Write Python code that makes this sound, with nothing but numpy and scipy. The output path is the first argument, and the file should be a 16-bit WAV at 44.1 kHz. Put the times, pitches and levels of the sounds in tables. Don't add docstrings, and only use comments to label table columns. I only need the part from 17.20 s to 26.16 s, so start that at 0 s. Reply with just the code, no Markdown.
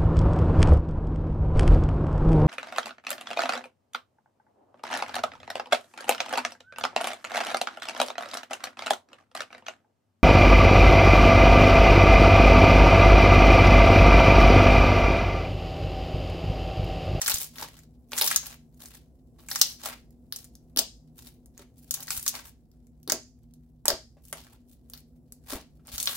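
import sys
import numpy as np
from scipy import signal
from scipy.io import wavfile
from scipy.ndimage import uniform_filter1d

SR = 44100
rng = np.random.default_rng(int(sys.argv[2]) if len(sys.argv) > 2 else 0)


def wav_out(sig):
    wavfile.write(sys.argv[1], SR, np.round(np.clip(np.atleast_2d(sig).T, -1, 1) * 32767).astype(np.int16))


N = 395136


def amp(db):
    return 10 ** (np.asarray(db) / 20)


def band(x, hz, width):
    centre = min(hz, .45 * SR)
    return signal.lfilter(*signal.iirpeak(centre, hz / width, fs=SR), x)


def fade(t60, count):
    return np.exp(-np.log(1000) * np.arange(count) / (t60 * SR))


def unit(x):
    return x / np.sqrt(np.mean(x ** 2))


def peak(x, db):
    return x * amp(db) / np.abs(x).max()


def add(out, start_s, x):
    i = max(int(start_s * SR), 0)
    out[..., i:i + x.shape[-1]] += x[..., :N - i]


def walk(rate):
    hold = int(SR / rate)
    steps = np.repeat(rng.standard_normal(N // hold + 1), hold)
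    return 1.3 * uniform_filter1d(uniform_filter1d(steps, hold), hold)[:N]


def pair(shape, likeness):
    c = np.clip(likeness, 0, 1)
    mid, side = rng.standard_normal((2, shape))
    return np.sqrt(1 + c) * mid + np.sqrt(1 - c) * side * np.array([[1], [-1]])


def ticks(rate):
    sizes_db = 3.04 * np.minimum(rng.exponential(size=N), 4.5)
    impulses = amp(sizes_db) * (rng.random(N) < rate / SR)
    return signal.lfilter([1], [1, -np.exp(-1 / (0.0014 * SR))], impulses)


# [dB per Hz, relative]
AIR_SPECTRUM = [(15, -34), (25, -6.5), (64, -25), (102, -1), (149, -10), (190, -6), (242, -3), (309, -9),
                (840, -24), (1040, -43.5), (2610, -55.5), (6560, -45.5), (16000, -43.5)]
AIR_DB = -61.5
# centre_hz [Hz], width_hz [Hz], level_db [dB rms]
HUM_BANDS = [(58.25, 16, -58), (119, 20, -65), (154.1, 4, -62.5), (242.9, 10, -61)]


def house():
    air, swell = 0, walk(0.55)
    air_hz, density_db = np.array(AIR_SPECTRUM).T
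    for hz in 30 * 2 ** np.arange(0, 9.2, .5):
        noise = band(band(pair(N, min(.92, 600 / hz)), hz, hz / 2.5), hz, hz / 4.7)
        db = np.interp(np.log(hz), np.log(air_hz), density_db) + 2.1 * swell + 0.49 * walk(6)
        air = air + amp(db) * noise
    hum = 0
    for hz, width, db in HUM_BANDS:
        hum = hum + amp(db) * unit(band(band(pair(N, 0.91), hz, width), hz, 3 * width))
    return unit(air) * amp(AIR_DB) + hum


# centre_hz [Hz], t60_s [s], level_db [dB of tail energy before its soft onset]
REVERB_BANDS = [(312, 0.19, -14.5), (1000, 0.19, -22.5), (2500, 0.25, -13), (5270, 0.32, -16),
                (9200, 0.12, -12), (13900, 0.13, -15.5)]
TABLE_ECHO_S, TABLE_ECHO_DB = .0037, -12


def room(x):
    count = SR // 2
    tail = 0
    for hz, t60, db in REVERB_BANDS:
        part = band(band(pair(count, 400 / hz), hz, hz), hz, hz) * fade(t60, count=count)
        tail = tail + part * amp(db) / np.sqrt(np.sum(part ** 2) / 2)
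    tail *= 1 - np.exp(-np.arange(count) / (.002 * SR))
    tail[:, int(TABLE_ECHO_S * SR)] += amp(TABLE_ECHO_DB)
    return x + signal.fftconvolve(x, tail, axes=1)[:, :N]


# start_s [s], level_db [dB peak], pitch_hz [Hz]
PALM_BUMPS = [(0.142, -33.5, 77.5), (4.979, -36.5, 73.6), (6.732, -36.5, 54), (8.351, -33.5, 61.9),
              (8.737, -37, 61.4)]


def bumps():
    out, t = np.zeros(N), np.arange(8192) / SR
    for start_s, db, hz in PALM_BUMPS:
        onset = 1 - np.exp(-t / .002)
        add(out, start_s, peak(np.sin(2 * np.pi * hz * t) * fade(0.032, count=8192) * onset, db))
    return out


# start_s [s], level_db [dB peak, cavity alone], pitch_hz [Hz]
HOLE_PLOPS = [(0.423, -27, 950), (0.93, -31, 890), (1.012, -25, 846), (3.564, -33.5, 339),
              (3.57, -32.5, 262), (3.589, -27, 672), (4.394, -45.5, 389), (5.875, -34.5, 406),
              (5.897, -29.5, 1010), (5.92, -25.5, 646), (5.936, -37.5, 337), (6.654, -25, 930),
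              (6.681, -20.5, 646), (6.702, -22, 660), (6.716, -27.5, 633), (6.968, -52, 604),
              (7.127, -35, 638), (8.326, -30, 251), (8.33, -32, 634), (8.349, -32, 640), (8.594, -62, 1350)]
# centre_hz [Hz], width_hz [Hz], level_db [dB gain]
TABLE_MODES = [(328, 70, -5), (638, 50, -3)]


def plops():
    cavities, t = np.zeros(N), np.arange(8192) / SR
    for start_s, db, hz in HOLE_PLOPS:
        ring = np.sin(2 * np.pi * hz * t) * fade(0.028, count=8192)
        ragged = unit(band(rng.standard_normal(8192), hz, hz)) * fade(0.15, count=8192)
        add(cavities, start_s + 0.00089, peak(ring + 0.27 * ragged, db))
    table = sum(amp(db) * band(cavities, hz, width) for hz, width, db in TABLE_MODES)
    return cavities + table


# start_s [s], hold_s [s], level_db [dB, crackle drive],
# dryness_db [dB of rise towards the treble per 3.6 octaves]
PEEL_STROKES = [(0, 0.0073, -35.5, -5), (0.075, 0.057, -33, 8), (0.224, 0.0067, -40, 11),
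                (0.377, 0.054, -42, -0.5), (0.434, 0.15, -59, 1), (0.977, 0.15, -34.5, 7.5),
                (1.241, 0.054, -46.5, -3.5), (1.617, .15, -57, 3.5), (2.202, .07, -60.5, -4),
                (2.303, 0.2, -44, 11), (2.63, 0.069, -41, -1), (3.154, 0.075, -58, 5),
                (3.992, 0.094, -58.5, 7), (4.39, 0.015, -57.5, -5), (4.584, 0.17, -68, 13.5),
                (4.733, 0.14, -51.5, -0.5), (4.908, 0.059, -37, 11.5), (5.004, 0.093, -47.5, 18.5),
                (5.145, 0.041, -43, -5.5), (5.231, 0.038, -59, 3), (7.048, 0.2, -64, 14),
                (7.16, 0.019, -50.5, -1), (7.255, 0.078, -61, -9), (7.49, .02, -71, 20),
                (7.736, 0.022, -60, 7), (8.314, 0.018, -36, -1.5), (8.681, .03, -56, -9),
                (8.729, 0.0068, -39, 10), (8.78, 0.067, -47, 2), (8.883, 0.024, -34.5, 7.5),
                (8.927, .04, -58, 18)]
GRIP_DB_PER_S, RELEASE_DB_PER_S = 501, 305
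RESTING_DB, RESTING_DRY_DB = -85.5, 2


def strokes():
    t = np.arange(0, N + 64, 64) / SR
    power = amp(RESTING_DB) ** 2 + 0 * t
    weighted_dry = RESTING_DRY_DB * power
    for start_s, hold_s, db, dry_db in PEEL_STROKES:
        swell_db = GRIP_DB_PER_S * np.maximum(start_s - t, 0)
        release_db = RELEASE_DB_PER_S * np.maximum(t - start_s - hold_s, 0)
        stroke_power = amp(db - swell_db - release_db) ** 2
        power = power + stroke_power
        weighted_dry = weighted_dry + dry_db * stroke_power
    times = np.arange(N) / SR
    level_db = np.interp(times, t, 10 * np.log10(power))
    return level_db, np.interp(times, t, weighted_dry / power)


# [dB, relative to the stroke]
BUBBLE_SIZES = [(800, -9), (1400, -8.5), (2400, -11.5), (4000, -4.5), (6500, -7.5), (10000, -10.5),
                (14000, 0)]
PATCHY_DB = 3


def peel():
    level_db, dry_db = strokes()
    threads, flurry_db, out = ticks(400) + 0.2, 2.9 * walk(90), 0
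    for hz, db in BUBBLE_SIZES:
        drive = (threads + 0.35 * ticks(150)) * amp(flurry_db + PATCHY_DB * walk(50))
        grains = pair(N, 500 / hz) * drive
        bubbles = unit(band(band(grains, hz, 0.91 * hz), hz, 0.91 * hz))
        tilt_db = dry_db * np.log2(hz / 4000) / 3.6
        out = out + amp(db + tilt_db) * bubbles
    return amp(level_db) * out


# [dB, airy top minus wet smack; the rise of the top stops at 12 dB]
POCKET_SNAPS = [(0.016, -12, 7050, 3), (0.0456, -27, 4950, 26), (0.0614, -11, 4740, 7),
                (0.0791, -11, 8650, -1), (0.097, -13.5, 5260, 24), (0.118, -10, 4100, 4),
                (0.1416, -13.5, 7600, 23), (.151, -26, 5960, 24), (0.171, -22.5, 5930, 15.5),
                (0.184, -21.5, 9400, 30), (0.2436, -26, 7150, 20), (.358, -34, 3450, 12),
                (0.3838, -24, 4670, -4), (0.4268, -23, 5080, 8), (0.5904, -38, 6500, 7.5),
                (.635, -45.5, 5860, 8.5), (0.894, -55, 6550, 25), (0.9196, -18, 6000, 1),
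                (0.9327, -14.5, 3240, 10), (0.9848, -12.5, 7200, 5), (1.0121, -8.5, 3600, 26),
                (1.021, -5.5, 5000, 20), (1.0759, -10, 5560, 19), (1.1126, -10, 7800, -6),
                (1.1609, -3.5, 6970, 20.5), (1.5448, -56, 8770, 15.5), (1.6579, -31.5, 7600, 15),
                (2.197, -45, 3500, 5), (2.2864, -25, 7700, 5.5), (2.3142, -14, 4640, 5),
                (2.3592, -9, 5800, 0), (2.4143, 2, 5940, 15.5), (2.907, -54, 7600, 23.5),
                (3.1244, -15.5, 4800, 17), (3.1614, -25, 8400, 21.5), (3.1875, -34, 7200, 25),
                (3.244, -37, 8600, 17.5), (3.3537, -38.5, 7150, 23.5), (3.5625, -22, 4350, 21),
                (3.5733, -3.5, 5060, 16), (3.587, -5.5, 5580, 28), (3.591, -1.5, 6140, 31),
                (4.2598, -44, 9030, 25.5), (4.378, -33.5, 6960, 7), (4.396, -40.5, 4330, 2.5),
                (4.7095, -12.5, 7400, 24.5), (4.741, -14, 6650, 23), (4.8053, -28, 5200, 28),
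                (4.8316, -31, 8000, 32), (4.8807, -24, 4620, -10), (4.9055, -11.5, 6600, 2),
                (4.9755, -21.5, 9160, 22), (4.9665, -23.5, 6060, 10.5), (4.9968, -25, 9000, 28),
                (5.0639, -12.5, 5900, 7), (5.0791, -8.5, 7040, 34), (5.1512, -24, 4830, -4),
                (5.516, -54.5, 5900, 18), (5.6697, -52, 7740, 18.5), (5.8309, -47.5, 6760, 21.5),
                (5.8768, -21, 4680, 18), (5.8981, -7, 6960, 11), (5.9009, -10, 4950, -6),
                (5.921, -3.5, 6220, 18.5), (6.234, -63, 7500, 27.5), (6.338, -47.5, 6560, 30),
                (6.6564, -10.5, 8920, 18), (6.6817, -1, 6930, 27), (6.703, -7, 4430, 4),
                (7.0525, -46, 9200, 28.5), (7.1277, -16, 8600, -1.5), (7.6996, -32.5, 7900, 30),
                (7.7356, -27, 4600, 18), (7.75, -38, 4460, 1), (7.776, -35, 5490, 15.5),
                (8.123, -31.5, 8700, 25.5), (8.6713, -38.5, 8570, 23), (8.7808, -14.5, 6200, 15),
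                (8.801, -19, 6350, 39), (8.8284, -19.5, 8900, 43), (8.841, -31, 7000, 23),
                (8.857, -19, 8200, 30), (8.8736, -7.5, 3440, 7), (8.951, -35, 8000, 27)]
LIPS_DB, LIPS_PER_DB = -11, 0.86
SIZZLE, SIZZLE_PER_DB = 0.076, 0.38
CHANNEL_SHIFT_S = .00007


def snaps():
    out = np.zeros((2, N))
    rise = 1 - np.exp(-np.arange(1024) / (0.00012 * SR))
    crackle_db, _ = strokes()
    for start_s, db, hz, dry_db in POCKET_SNAPS:
        stroke_db = crackle_db[int(start_s * SR)] - RESTING_DB
        sizzle = min(SIZZLE * amp(SIZZLE_PER_DB * stroke_db), 1) * rng.uniform(.6, 1.4)
        decay = fade(0.0029, count=1024) + sizzle * fade(0.039, count=1024)
        tear = pair(1024, 0.55) * rise * decay
        lips_db = LIPS_DB + LIPS_PER_DB * db
        pocket = band(band(tear, hz, 0.73 * hz), hz, hz)
        ring = peak(pocket + 0.057 * band(tear, 7100, 4300), db)
        both_alike = tear + tear[::-1]
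        smack = peak(band(band(both_alike, 1500, 2000), 1900, 1800), lips_db - dry_db / 2)
        spit = peak(band(band(tear, 12500, 7800), 12500, 15000), lips_db + min(dry_db / 2, 12.))
        left, right = ring + smack + spit
        shift = CHANNEL_SHIFT_S * rng.uniform(-1, 1)
        add(out[0], start_s - .0003 + shift, left)
        add(out[1], start_s - .0003 - shift, right)
    return out


LEFT_DB = 1.04


def scene():
    slime = (snaps() + peel() + plops() + bumps()) * amp([[LEFT_DB / 2], [-LEFT_DB / 2]])
    return room(slime) + house()


TOP_HZ = 16800


def record(dry):
    shelf = signal.ellip(6, .5, 16, 15900, fs=SR, output="sos")
    steep_cut = signal.ellip(12, .2, 90, TOP_HZ, fs=SR, output="sos")
    return signal.sosfilt(steep_cut, signal.sosfilt(shelf, dry))


dry = scene()
out = record(dry)
wav_out(out)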